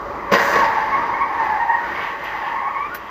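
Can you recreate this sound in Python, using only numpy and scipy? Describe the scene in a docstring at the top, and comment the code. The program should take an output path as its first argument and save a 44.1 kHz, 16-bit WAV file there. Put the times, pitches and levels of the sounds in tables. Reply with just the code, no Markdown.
"""Two cars collide at a junction, heard from inside another car whose road noise and hum last throughout.
Locked tyres howl first, as wavering tones; at about 0.31 s bursts of noise and ringing panel tones crunch.
A hissing shower of glass follows, then gliding squeals and scrubbing noise as the cars spin on the asphalt.
Loose plastic rattles at the blow and twice near the end; house fronts echo and the cabin colours everything."""
import sys
import numpy as np
from scipy import signal
from scipy.fft import rfft, irfft, next_fast_len
from scipy.io import wavfile
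from scipy.ndimage import map_coordinates

SR = 44100
rng = np.random.default_rng(int(sys.argv[2]) if len(sys.argv) > 2 else 0)


def wav_record(signal):
    """Record a signal, one row per channel, as 16-bit PCM in the file named by sys.argv[1]."""
    frames = np.transpose(np.atleast_2d(signal))
    bounded = np.clip(frames, -1, 1)
    # unit amplitude maps onto the largest positive 16-bit level
    quanta = np.round(bounded * 32767).astype(np.int16)
    wavfile.write(sys.argv[1], SR, quanta)


N = 136710
T = np.arange(N) / SR  # time of each sample in seconds


def amp(db):
    """Turn decibels into a plain multiplier."""
    return 10 ** (np.asarray(db) / 20)


def unit(x):
    """Scale a sound to an average strength (rms) of 1."""
    return x / np.sqrt(np.mean(x ** 2) + 1e-20)


def curve(rows):
    """Join (seconds, value) points with straight lines, giving one value per sample."""
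    return np.interp(T, *np.transpose(rows))


def wobble(rate):
    """A smooth random curve through `rate` random points a second."""
    points = rng.standard_normal(8192)
    return map_coordinates(points, [T * rate], mode="wrap")


def filtered(x, response):
    """Multiply each frequency in x by response(frequency in Hz)."""
    size = next_fast_len(N + SR // 2)  # silence added at the end keeps the filter from wrapping round
    frequencies = np.fft.rfftfreq(size, 1 / SR)
    return irfft(rfft(x, size) * response(frequencies), size)[:N]


def noise(spectrum, grain_db=0):
    """Noise of rms 1, coloured by (Hz, dB) points; grain_db roughens its strength over milliseconds."""
    hz, db = np.transpose(spectrum)
    grain_level = grain_db * np.tanh(wobble(700) / 2) * 2
    grains = rng.standard_normal(N) * amp(grain_level)

    def colour(f):
        return amp(np.interp(np.log(f + 1), np.log(hz + 1), db))

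    return unit(filtered(grains, colour))


def strike(start, attack, t60):
    """A blow's loudness: a straight rise, then a decay of 60 dB in t60 seconds."""
    rise = np.clip((T - start) / attack, 0, 1)
    decay_db = -60 * np.maximum(T - start - attack, 0) / t60
    return rise * amp(decay_db)


def own_car():
    """Road noise is coloured noise and the engine a low sine; add faint hiss and short plastic clacks."""
    # Road noise in the cabin. Each row: frequency in Hz, relative level in dB.
    road_colour = [(20, -22.5), (35, -9), (52, -1), (90, -6), (200, -6.5), (420, 0.5), (700, -5),
                   (1100, 5.5), (2000, -21), (4000, -28.5), (7000, -42), (10000, -54), (15000, -55)]
    # Loudness of the road. Each row: time in seconds, level in dB.
    road_level = [(0, -31.5), (.75, -29.5), (1.5, -33.5), (2.5, -37), (3.1, -37.5)]
    # The microphone's own hiss. Each row: frequency in Hz, relative level in dB.
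    hiss_colour = [(2000, -1.5), (5000, 2.5), (7000, -2.5), (10000, -7), (15000, -4)]
    # Rattles of loose plastic. Each row: start in seconds, level in dB, time to fall 60 dB in seconds,
    # level of the bright tick in dB relative to that of the rattle.
    rattles = [(.318, -33, 0.42, -2.5), (2.237, -39, 0.11, -6), (2.944, -29.5, 0.089, 0.5)]
    # The plastic's clack. Each row: frequency in Hz, relative level in dB.
    clack_colour = [(300, -15), (1500, 10.5), (3500, 0), (6000, -8.5), (8000, -13.5), (15000, -24)]
    # The plastic's bright tick. Each row: frequency in Hz, relative level in dB.
    tick_colour = [(3000, -40), (8000, -16), (10000, -20.5), (12500, -1), (15000, -4.5)]
    engine_hz, engine_db, hiss_db = 49.9, -54, -58.5

    clack = noise(clack_colour)
    tick = noise(tick_colour, grain_db=1)
    rattle = np.zeros(N)
    for start, db, t60, tick_db in rattles:
        rattle += amp(db) * strike(start, 0.0043, t60) * (amp(-0.5) * clack + amp(tick_db) * tick)
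    engine_level = amp(engine_db + 2.6 * wobble(6.3))
    engine = engine_level * np.sin(2 * np.pi * engine_hz * T + wobble(6))
    road = amp(curve(road_level) + 1.3 * wobble(7.64)) * noise(road_colour)
    return road + engine + amp(hiss_db) * noise(hiss_colour) + rattle


def street(x):
    """House fronts return a short, dull, diffuse echo: the sound is smeared by a fading burst of noise."""
    t60, echo_db, dull_hz = 0.54, -16, 5000  # seconds to fall 60 dB, level, where the treble drops
    tail = filtered(rng.standard_normal(N), lambda f: 1 / (1 + (f / dull_hz) ** 4))
    tail *= strike(.012, 0.012, t60)
    echo = signal.fftconvolve(x, tail / np.linalg.norm(tail))[:N]
    return x + amp(echo_db) * echo


def stick_slip(hz, octave_db, jitter, jitter_rate, flutter_db):
    """A tread gripping and slipping vibrates by itself: three partials, unsteady in pitch and strength."""
    unsteady_hz = hz * (1 + jitter * wobble(jitter_rate))
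    phase = 2 * np.pi * np.cumsum(unsteady_hz) / SR
    levels = [0, octave_db, octave_db - 22.5]  # dB of the base note, its octave and its third partial
    partials = np.zeros(N)
    for k, db in enumerate(levels, 1):
        partials += amp(db + 3.1 * wobble(60)) * np.sin(k * phase)
    flutter = unit(amp(flutter_db * np.tanh(wobble(110))))
    return partials * np.sqrt(2) * flutter


def skid():
    """Sliding tyres howl as rough tones; noise scrubs over the grit and screeches as the cars swing round."""
    # Loudness of the howl. Each row: time in seconds, level in dB (the whole is shifted below).
    howl_level = [(0, -36), (.28, -28.5), (.48, -20), (.6, -21), (.8, -22), (.905, -25), (.96, -24.5),
                  (1.07, -24), (1.23, -20.5), (1.29, -24.5), (1.42, -22), (1.56, -22), (1.58, -25),
                  (1.76, -22.5), (1.83, -29.5), (2.1, -28.5), (2.18, -33.5), (2.47, -24.5), (2.78, -24.5),
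                  (2.91, -43), (3.1, -34)]
    # Pitch of the howl. Each row: time in seconds, frequency in Hz.
    howl_pitch = [(0, 961.3), (.55, 944.4), (.8, 877.7), (1.0, 921), (1.25, 922.5), (1.5, 856.6),
                  (1.75, 879), (2.05, 935), (2.4, 883.6), (2.75, 939.4), (3.1, 938)]
    # Howling tyres. Each row: pitch as a multiple of the howl's, level in dB, level of the octave in dB.
    tyres = [(1, -2, -13), (1.19, -7, -13)]
    # Rubber tearing over grit. Each row: time in seconds, level in dB (the whole is shifted below).
    scrub_level = [(0, -65), (.28, -52), (.4, -41), (.8, -41.5), (1.25, -51.5), (1.45, -42.5), (1.72, -49),
                   (1.87, -43.5), (2.06, -41), (2.17, -48), (2.29, -43), (2.5, -45.5), (2.7, -53),
                   (3.1, -53)]
    # Colour of the scrubbing. Each row: frequency in Hz, relative level in dB.
    grit_colour = [(290, -61), (500, -16.5), (646, -17.5), (883, -5), (1000, -21), (1090, -2.5),
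                   (1350, -12), (1830, -4.5), (2430, -15), (5860, -37.5), (8990, -49), (15000, -41.5)]
    # Loudness of the high screech. Each row: time in seconds, level in dB.
    screech_level = [(1.8, -64.5), (1.92, -49.5), (2.05, -37.5), (2.17, -53), (2.28, -39.5), (2.38, -49),
                     (2.47, -41.5), (2.6, -55.5), (2.9, -50.5)]
    # Colour of the screech. Each row: frequency in Hz, relative level in dB.
    screech_colour = [(1500, -36.5), (2200, -10), (2600, 2), (3200, 0.5), (3700, -11.5), (6000, -32.5),
                      (12000, -58)]

    howl = np.zeros(N)
    for ratio, db, octave_db in tyres:
        voices = np.zeros(N)
        for _ in range(3):  # three voices that waver separately
            hz = curve(howl_pitch) * ratio * (1 + .035 * wobble(20))
            voices += stick_slip(hz, octave_db, jitter=.055, jitter_rate=300, flutter_db=2.0)
        howl += amp(db) * unit(voices)
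    scrub = amp(curve(scrub_level) + 11.5) * noise([(100, -32.5)] + list(grit_colour))
    screech = amp(curve(screech_level) + 1.2 * wobble(30)) * noise(screech_colour, grain_db=-2.5)
    return amp(curve(howl_level) - 0.5) * howl + scrub + screech


def squeals():
    """Now and then one tyre, gripping and slipping, locks into a clear, gliding note."""
    # Squeals. Each row: start in seconds, length in seconds, first pitch in Hz, last pitch in Hz,
    # level in dB, level of the octave in dB relative to the base note.
    notes = [(0.541, 0.089, 1125, 1080, -22, -17), (0.602, .1, 930.5, 886, -20.5, -19),
             (.75, 0.13, 895, 865, -22, -20), (0.914, 0.069, 1085, 1084, -17.5, -11),
             (0.976, 0.076, 1144, 1230, -30, -14), (1.128, 0.033, 1079, 1094, -23.5, -5),
             (1.196, 0.061, 1080, 1122, -23, -7.5), (1.372, 0.2035, 909.3, 835, -24.5, -13),
             (1.585, .078, 912, 936, -22, -8), (1.675, 0.043, 915, 914, -17, -12),
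             (1.694, 0.081, 935, 930, -17, -9), (1.798, 0.091, 1504, 1450, -33.5, -17.5),
             (1.929, 0.12, 1061, 1140, -39, 2.5), (2.047, 0.11, 1110, 1085, -33.5, -14),
             (2.548, 0.16, 1069, 1113, -29, -12), (2.741, 0.14, 1074, 1204, -28, -9.5),
             (2.897, 0.064, 1390, 1491, -35, -30)]
    edge_s = 0.017  # fade at each end
    out = np.zeros(N)
    for start, length, first_hz, last_hz, db, octave_db in notes:
        end = start + length
        gate = np.clip(np.minimum(T - start, end - T) / edge_s, 0, 1)
        glide_hz = np.interp(T, [start, end], [first_hz, last_hz])
        note = stick_slip(glide_hz, octave_db, jitter=.018, jitter_rate=220, flutter_db=3.5)
        out += amp(db) * gate * note
    return out


def glass():
    """Splinters make a bright, grainy noise that swells, holds and thins out."""
    # Colour of the glass. Each row: frequency in Hz, relative level in dB.
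    glass_colour = [(1500, -26), (3500, -12.5), (5000, -6.5), (6500, -3.5), (8000, -9.5), (11000, -16.5),
                    (15000, -7.5)]
    start, rise, hold = 0.35, .07, .17  # seconds; the hold counts from the start and includes the rise
    level_db, fall_db_per_s = -36.5, 83
    swell = np.clip((T - start) / rise, 0, 1)
    fall_db = -fall_db_per_s * np.maximum(T - start - hold, 0)
    return swell * amp(level_db + fall_db) * noise(glass_colour, grain_db=1)


def collision():
    """Each blow crunches metal, booms in the body and rings panels as fading tones; buckling runs between."""
    # Blows between the cars. Each row: start in seconds, level in dB, attack in seconds,
    # time to fall 60 dB in seconds, level of the body's boom in dB relative to the crunch.
    blows = [(.313, -14, 0.012, 0.11, -1.5), (.333, -12.5, 0.0064, 0.17, -10),
             (.378, -27, 0.0026, 0.22, -4), (.391, -20, 0.0021, 0.12, -2.5), (.52, -23, 0.022, 0.12, -6),
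             (.555, -19, 0.0026, 0.12, -2), (.586, -23, .004, 0.19, -4.5), (0.639, -24, .004, 0.19, -13.5)]
    # Crumpling sheet metal. Each row: frequency in Hz, relative level in dB.
    metal_colour = [(350, -33), (600, -11.5), (734, -13.5), (1060, 4), (1300, -11.5), (1630, -10),
                    (1950, -5), (2400, -14), (4900, -22), (7060, -31.5), (9000, -50), (15000, -51.5)]
    # Boom of the car body. Each row: frequency in Hz, relative level in dB.
    boom_colour = [(30, -26), (80, -25), (125, -3), (155, -14), (195, -3), (260, -4), (340, -5), (560, 3),
                   (700, -13), (1000, -24), (3000, -60.5)]
    # Ringing panels. Each row: frequency in Hz, relative level in dB, time to fall 60 dB in seconds.
    panels = [(186.5, -9, 0.08), (333, -13, 0.078), (455, -7.5, 0.18), (563.7, -5.5, 0.068),
              (679, -12, 0.32), (1055, -1, 0.19), (1481, -14, 0.18), (1899, -6.5, 0.32), (1920, -27, .2),
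              (2844, -16, 0.27)]
    # Loudness of the buckling metal. Each row: time in seconds, level in dB.
    buckle_level = [(.31, -72), (.335, -26), (.46, -22.5), (.58, -26.5), (.7, -31.5), (1.0, -35),
                    (1.4, -41.5), (3.1, -64)]
    # Colour of the buckling. Each row: frequency in Hz, relative level in dB.
    buckle_colour = [(100, -28.5), (300, -10), (600, -8.5), (1050, -3.5), (1300, -8), (1650, 2),
                     (1950, -5.5), (2400, -15), (4900, -24.5), (7000, -38), (10000, -60.5), (15000, -58.5)]

    out = amp(curve(buckle_level)) * noise(buckle_colour, grain_db=4)
    for start, db, attack, t60, boom_db in blows:
        crunch = noise(metal_colour, grain_db=-1.5) + amp(boom_db) * noise(boom_colour)
        ring = np.zeros(N)
        for hz, panel_db, panel_t60 in panels:
            tone = np.sin(2 * np.pi * hz * (T - start) + 0.39 * wobble(59.96))
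            ring += amp(panel_db) * strike(start, attack, panel_t60) * tone
        out += amp(db) * (crunch * strike(start, attack, t60) + amp(-3) * ring)
    return out


def scene():
    """The crash and the tyres sound in the echoing street; the listener's own car is added without echo."""
    outside = collision() + glass() + skid() + squeals()
    return (street(outside) + own_car())[None]


def record(dry):
    """Cabin resonances lift or cut narrow bands; the microphone has a notch and nothing passes 15500 Hz."""
    # Cabin resonances. Each row: frequency in Hz, width in Hz, boost or cut in dB.
    resonances = [(157, 35, -4.5), (178, 62, 6.5), (335, 48, 3.5), (470, 30, 3.5), (500, 30, -1),
                  (572, 35, 10), (673, 41, 5.5), (799, 50, 2.5), (985, 59, -4), (1111, 32, 5),
                  (1280, 60, 1.5), (1331, 51, 1.5), (1442, 27, 5), (1559, 19, 7.5), (1712, 21, 4),
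                  (1850, 88, 4.5), (2036, 81, 6), (2640, 19, -0.5), (2860, 29, 1.5), (2950, 100, -2),
                  (3440, 100, -7), (4800, 57, 9), (4910, 130, 4), (5950, 280, 5.5)]
    notch_hz, notch_width_hz, top_hz = 9060, 1320, 15500

    def response(f):
        cabin_db = sum(db / (1 + (2 * (f - hz) / width) ** 2) for hz, width, db in resonances)
        notch = 1 - 0.85 * np.exp(-((f - notch_hz) / notch_width_hz) ** 2)
        return amp(cabin_db) * notch * (f < top_hz)

    return filtered(dry[0], response)[None]


dry = scene()
out = record(dry)
wav_record(out)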